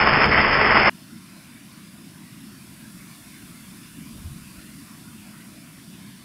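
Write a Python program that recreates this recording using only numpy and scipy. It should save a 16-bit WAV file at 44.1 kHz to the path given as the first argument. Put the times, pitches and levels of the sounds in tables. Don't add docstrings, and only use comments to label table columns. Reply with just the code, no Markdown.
import sys
import numpy as np
from scipy import signal
from scipy.fft import rfft, irfft
from scipy.io import wavfile
from scipy.ndimage import uniform_filter1d

SR = 44100
rng = np.random.default_rng(int(sys.argv[2]) if len(sys.argv) > 2 else 0)


def wav_out(sig):
    wavfile.write(sys.argv[1], SR, np.round(np.clip(np.atleast_2d(sig).T, -1, 1) * 32767).astype(np.int16))


N = 275580
TIME, HZ = np.arange(N) / SR, np.fft.rfftfreq(N, 1 / SR)

ROAR_ENDS_S, ROAR_TOP_HZ = .897, 5340
CHOKE_AT_S, CHOKE_FALL_S, CHOKE_HOLD_S, CHOKE_RECOVER_S = .255, .012, 0.0321, 0.025


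def gain_of(db):
    return 10 ** (np.asarray(db) / 20)


def evened(x):
    return x / np.sqrt(np.mean(x ** 2) + 1e-20)


def colour(points, hz):
    point_hz, point_db = np.transpose(points)
    return gain_of(np.interp(np.log(hz + 1), np.log(point_hz + 1), point_db))


def below(hz, edge_hz, order):
    return 1 / np.sqrt(1 + (hz / edge_hz) ** (2 * order))


def above(hz, edge_hz, order):
    return np.sqrt(1 - below(hz, edge_hz, order) ** 2)


def shaped(x, gain):
    return irfft(rfft(x) * gain, N)


def noise(gain):
    return evened(shaped(rng.standard_normal(N), gain))


def wander(edge_hz):
    return noise(below(HZ, edge_hz, order=3))


def patchy_noise(gain_at, patchy_db, patch_s, patch_hz):
    frame, hop = 1024, 256
    hz = np.fft.rfftfreq(frame, 1 / SR)
    real, imag, patches = rng.standard_normal((3, N // hop + 5, len(hz)))
    for axis, size in enumerate([patch_s * SR / hop, patch_hz / hz[1]]):
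        patches = uniform_filter1d(patches, max(1, round(size)), axis=axis)
    spectra = (real + 1j * imag) * gain_at(hz) * gain_of(patchy_db * evened(patches))
    _, x = signal.istft(spectra.T, nperseg=frame, noverlap=frame - hop)
    return evened(x[:N])


def plateau(start_s, rise_s, hold_s, fall_s):
    return np.interp(TIME, np.cumsum([start_s, rise_s, hold_s, fall_s]), [0, 1, 1, 0])


def bump(centre_s, half_s):
    return np.exp(-((TIME - centre_s) / half_s) ** 2)


def thud(centre_s, peak_db, pitch_hz, half_s):
    return gain_of(peak_db) * bump(centre_s, half_s) * np.cos(2 * np.pi * pitch_hz * (TIME - centre_s))


def hiss(swell):
    # freq_hz, density_db (per Hz)
    hiss_colour = [(500, -8.5), (660, -1.5), (840, -10), (1020, 1.5), (1200, -2.5), (1400, 0), (1950, -2.5),
                   (2200, -1), (2600, -1), (3100, -4.5), (4000, -5.5), (5200, -3), (5800, -7),
                   (7000, -10.5)]
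    # freq_hz, density_db (per Hz)
    fizz_colour = [(6800, -5), (8000, -2.5), (10000, 0.5), (11500, -3), (13000, -6), (15500, -9)]
    hiss_db, hiss_swell_db = -52.5, 1.32
    fizz_db, fizz_swell_db = -54.5, 3.5
    whine_hz, whine_half_width_hz, whine_re_hiss_db = 3552, 40, -17
    whine_waver_db, whine_waver_hz = 3.5, 3.7

    def hiss_gain(hz):
        return colour(hiss_colour, hz) * above(hz, 420, order=6) * below(hz, 6200, order=8)

    body = patchy_noise(hiss_gain, patchy_db=2.5, patch_s=.09, patch_hz=260)
    fizz = noise(colour(fizz_colour, HZ) * above(HZ, 6140, order=8))
    whine = noise(below(abs(HZ - whine_hz), whine_half_width_hz, order=2))
    whine *= gain_of(whine_re_hiss_db + whine_waver_db * wander(whine_waver_hz))
    hiss_level = gain_of(hiss_db + hiss_swell_db * swell)
    fizz_level = gain_of(fizz_db + fizz_swell_db * swell)
    return hiss_level * (body + whine) + fizz_level * fizz


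def rumble(swell, blow):
    # freq_hz, density_db (per Hz)
    rumble_colour = [(15, -31), (40, -22.5), (80, -12), (110, -6.5), (150, -1.5), (200, 1.5), (260, -2.5),
                     (320, -8), (400, -21.5), (480, -24.5)]
    rumble_db, swell_db, blow_db = -45.5, 0.7, 1.5
    waver_db, waver_hz = 1.14, 5
    level_db = rumble_db + swell_db * swell + blow_db * blow + waver_db * wander(waver_hz)
    return gain_of(level_db) * noise(colour(rumble_colour, HZ) * below(HZ, 428, order=10))


def gust(swell, blow):
    # centre_s, relative_peak_db, pitch_hz, half_s
    thud_rows = [(4.268, -28.5, 84, 0.022), (4.318, -35, 136, 0.019), (4.364, -28.5, 180, 0.0071),
                 (4.587, -39, 65, 0.011)]
    gust_db, stir_db, thuds_trim_db = -45, -61, -1
    level = gain_of(stir_db) * swell + gain_of(gust_db) * blow
    buffet = level * noise(below(HZ, 120, order=3) * above(HZ, 44, order=2))
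    thuds = sum(thud(centre_s, peak_db + thuds_trim_db, pitch_hz, half_s)
                for centre_s, peak_db, pitch_hz, half_s in thud_rows)
    return buffet + thuds


def tick():
    tick_at_s, tick_db, half_s = .2622, -44, 0.0011
    return gain_of(tick_db) * bump(tick_at_s, half_s) * noise(above(HZ, 5000, order=4) * below(HZ, 7000, order=1))


def crackle(per_s, spread_db):
    size_db = spread_db * np.minimum(rng.exponential(1, N), 2.4)
    sizes = gain_of(size_db) * rng.choice([-1, 1], N)
    return evened(sizes * (rng.random(N) < per_s / SR))


def bursts(flame):
    # centre_s, relative_peak_db, surge_db
    pop_rows = [(.014, -13, 6.5), (.0739, -8, 9), (0.09, -10.5, 3), (.1305, 2, -7), (0.1432, -9, 1.5),
                (.2206, -10.5, 8), (.2354, -14, 5), (0.2437, -14.5, 7.5), (0.386, -19.5, 3.5),
                (0.419, -10.5, -5), (0.756, -8, 3.5), (.7687, -11, 4), (0.7753, -9, 4.5), (.861, -5, 7),
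                (0.8785, -10, 2.5), (0.8826, -5.5, 3)]
    pops_trim_db, surge_half_s = -1, 0.0021
    flare_db, flare_half_s = 0.75, .011
    spikes, lift_db = np.zeros(N), np.zeros(N)
    for centre_s, peak_db, surge_db in pop_rows:
        spikes[round(centre_s * SR)] = gain_of(peak_db + pops_trim_db)
        lift_db += surge_db * bump(centre_s, surge_half_s) + flare_db * bump(centre_s, flare_half_s)
    unit_peak = irfft(flame, N)[0]
    return shaped(spikes, flame) / unit_peak, lift_db


def blaze(flame, lift_db, choke):
    roar_db, crackle_db, choke_db = -17.5, -3, -6.5
    flutter_db, flutter_hz = 1.2, 130
    waver_db, waver_hz = 0.58, 14
    sizzle_db, sizzle_follows = -0.4, 0.49
    swing_db = choke_db * choke + waver_db * wander(waver_hz)
    grains = gain_of(crackle_db) * crackle(per_s=900, spread_db=4.5)
    turbulence = (rng.standard_normal(N) + grains) * gain_of(flutter_db * wander(flutter_hz))
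    whole = evened(shaped(turbulence, flame * above(HZ, 284, order=3)))
    sizzle = shaped(whole, above(HZ, 3300, order=10))
    body = whole - sizzle
    swung = gain_of(swing_db) * body + gain_of(sizzle_db + sizzle_follows * swing_db) * sizzle
    return gain_of(roar_db + lift_db) * swung


def billow(flame, choke):
    billow_db, heave_db = -28, 6.5
    level = gain_of(billow_db + heave_db * choke)
    return level * noise(flame * below(HZ, 430, order=3) * above(HZ, 16, order=2))


def rasp(flame):
    # time_s, relative_level_db
    rasp_points = [(0.0, -36), (0.196, -25), (0.29, -31), (0.32, -16.5), (0.362, -22.5), (0.386, -14.5),
                   (0.42, -21), (0.588, -22.5), (0.88, -22.5)]
    rasp_trim_db, ring_hz, ring_decay_s = -1.5, 1990, 0.0012
    level_db = np.interp(TIME, *np.transpose(rasp_points)) + rasp_trim_db
    ring = np.cos(2 * np.pi * ring_hz * TIME) * np.exp(-TIME / ring_decay_s)
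    return gain_of(level_db) * evened(shaped(crackle(per_s=350, spread_db=5.5), rfft(ring) * flame))


def reflected(x):
    # delay_s, level_db
    echo_rows = [(.00458, -20), (.00914, -19), (.01397, -10)]
    echoes = sum(gain_of(level_db) * np.pad(x, (round(delay_s * SR), 0))[:N] for delay_s, level_db in echo_rows)
    power = 1 + sum(gain_of(level_db) ** 2 for _, level_db in echo_rows)
    return (x + echoes) / np.sqrt(power)


def microphone(x):
    ceiling, notch_hz, notch_half_width_hz = .85, 3930, 130
    rounded = x / (1 + (abs(x) / ceiling) ** 8) ** (1 / 8)
    notch = above(abs(HZ - notch_hz), notch_half_width_hz, order=4)
    return shaped(rounded, notch * below(HZ, ROAR_TOP_HZ, order=160))


def roar():
    # freq_hz, density_db (per Hz)
    flame_colour = [(30, -2.5), (130, -0.5), (330, -5), (650, -3), (1080, -0.5), (1550, -1.5), (2100, -3.5),
                    (2500, -6), (2950, -9.5), (3650, -23.5), (3950, -54), (4150, -26), (4750, -16),
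                    (5250, -10)]
    flame = colour(flame_colour, HZ) * below(HZ, ROAR_TOP_HZ, order=160)
    choke = plateau(CHOKE_AT_S, CHOKE_FALL_S, CHOKE_HOLD_S, CHOKE_RECOVER_S)
    pops, lift_db = bursts(flame)
    catch_s = CHOKE_AT_S + CHOKE_FALL_S + CHOKE_HOLD_S
    thump = thud(catch_s, peak_db=-20.5, pitch_hz=118, half_s=.014)
    return reflected(blaze(flame, lift_db, choke) + billow(flame, choke) + rasp(flame) + thump - pops)


def scene():
    fade_s = .002
    burning = np.clip(np.minimum(TIME, ROAR_ENDS_S - TIME) / fade_s, 0, 1)
    bed_on = np.clip((TIME - ROAR_ENDS_S) / fade_s + 1, 0, 1)
    swell = plateau(start_s=2.11, rise_s=1.0, hold_s=1.45, fall_s=1.86)
    blow = plateau(start_s=4.1, rise_s=0.077, hold_s=0.11, fall_s=.22)
    bed = hiss(swell) + rumble(swell, blow) + gust(swell, blow)
    mono = burning * microphone(roar()) + tick() + bed_on * bed
    return mono[None]


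def record(dry):
    edge_hz = 15700
    taps = signal.firwin(511, edge_hz, window=("kaiser", 9), fs=SR)
    return signal.oaconvolve(dry, taps[None], "same")


dry = scene()
out = record(dry)
wav_out(out)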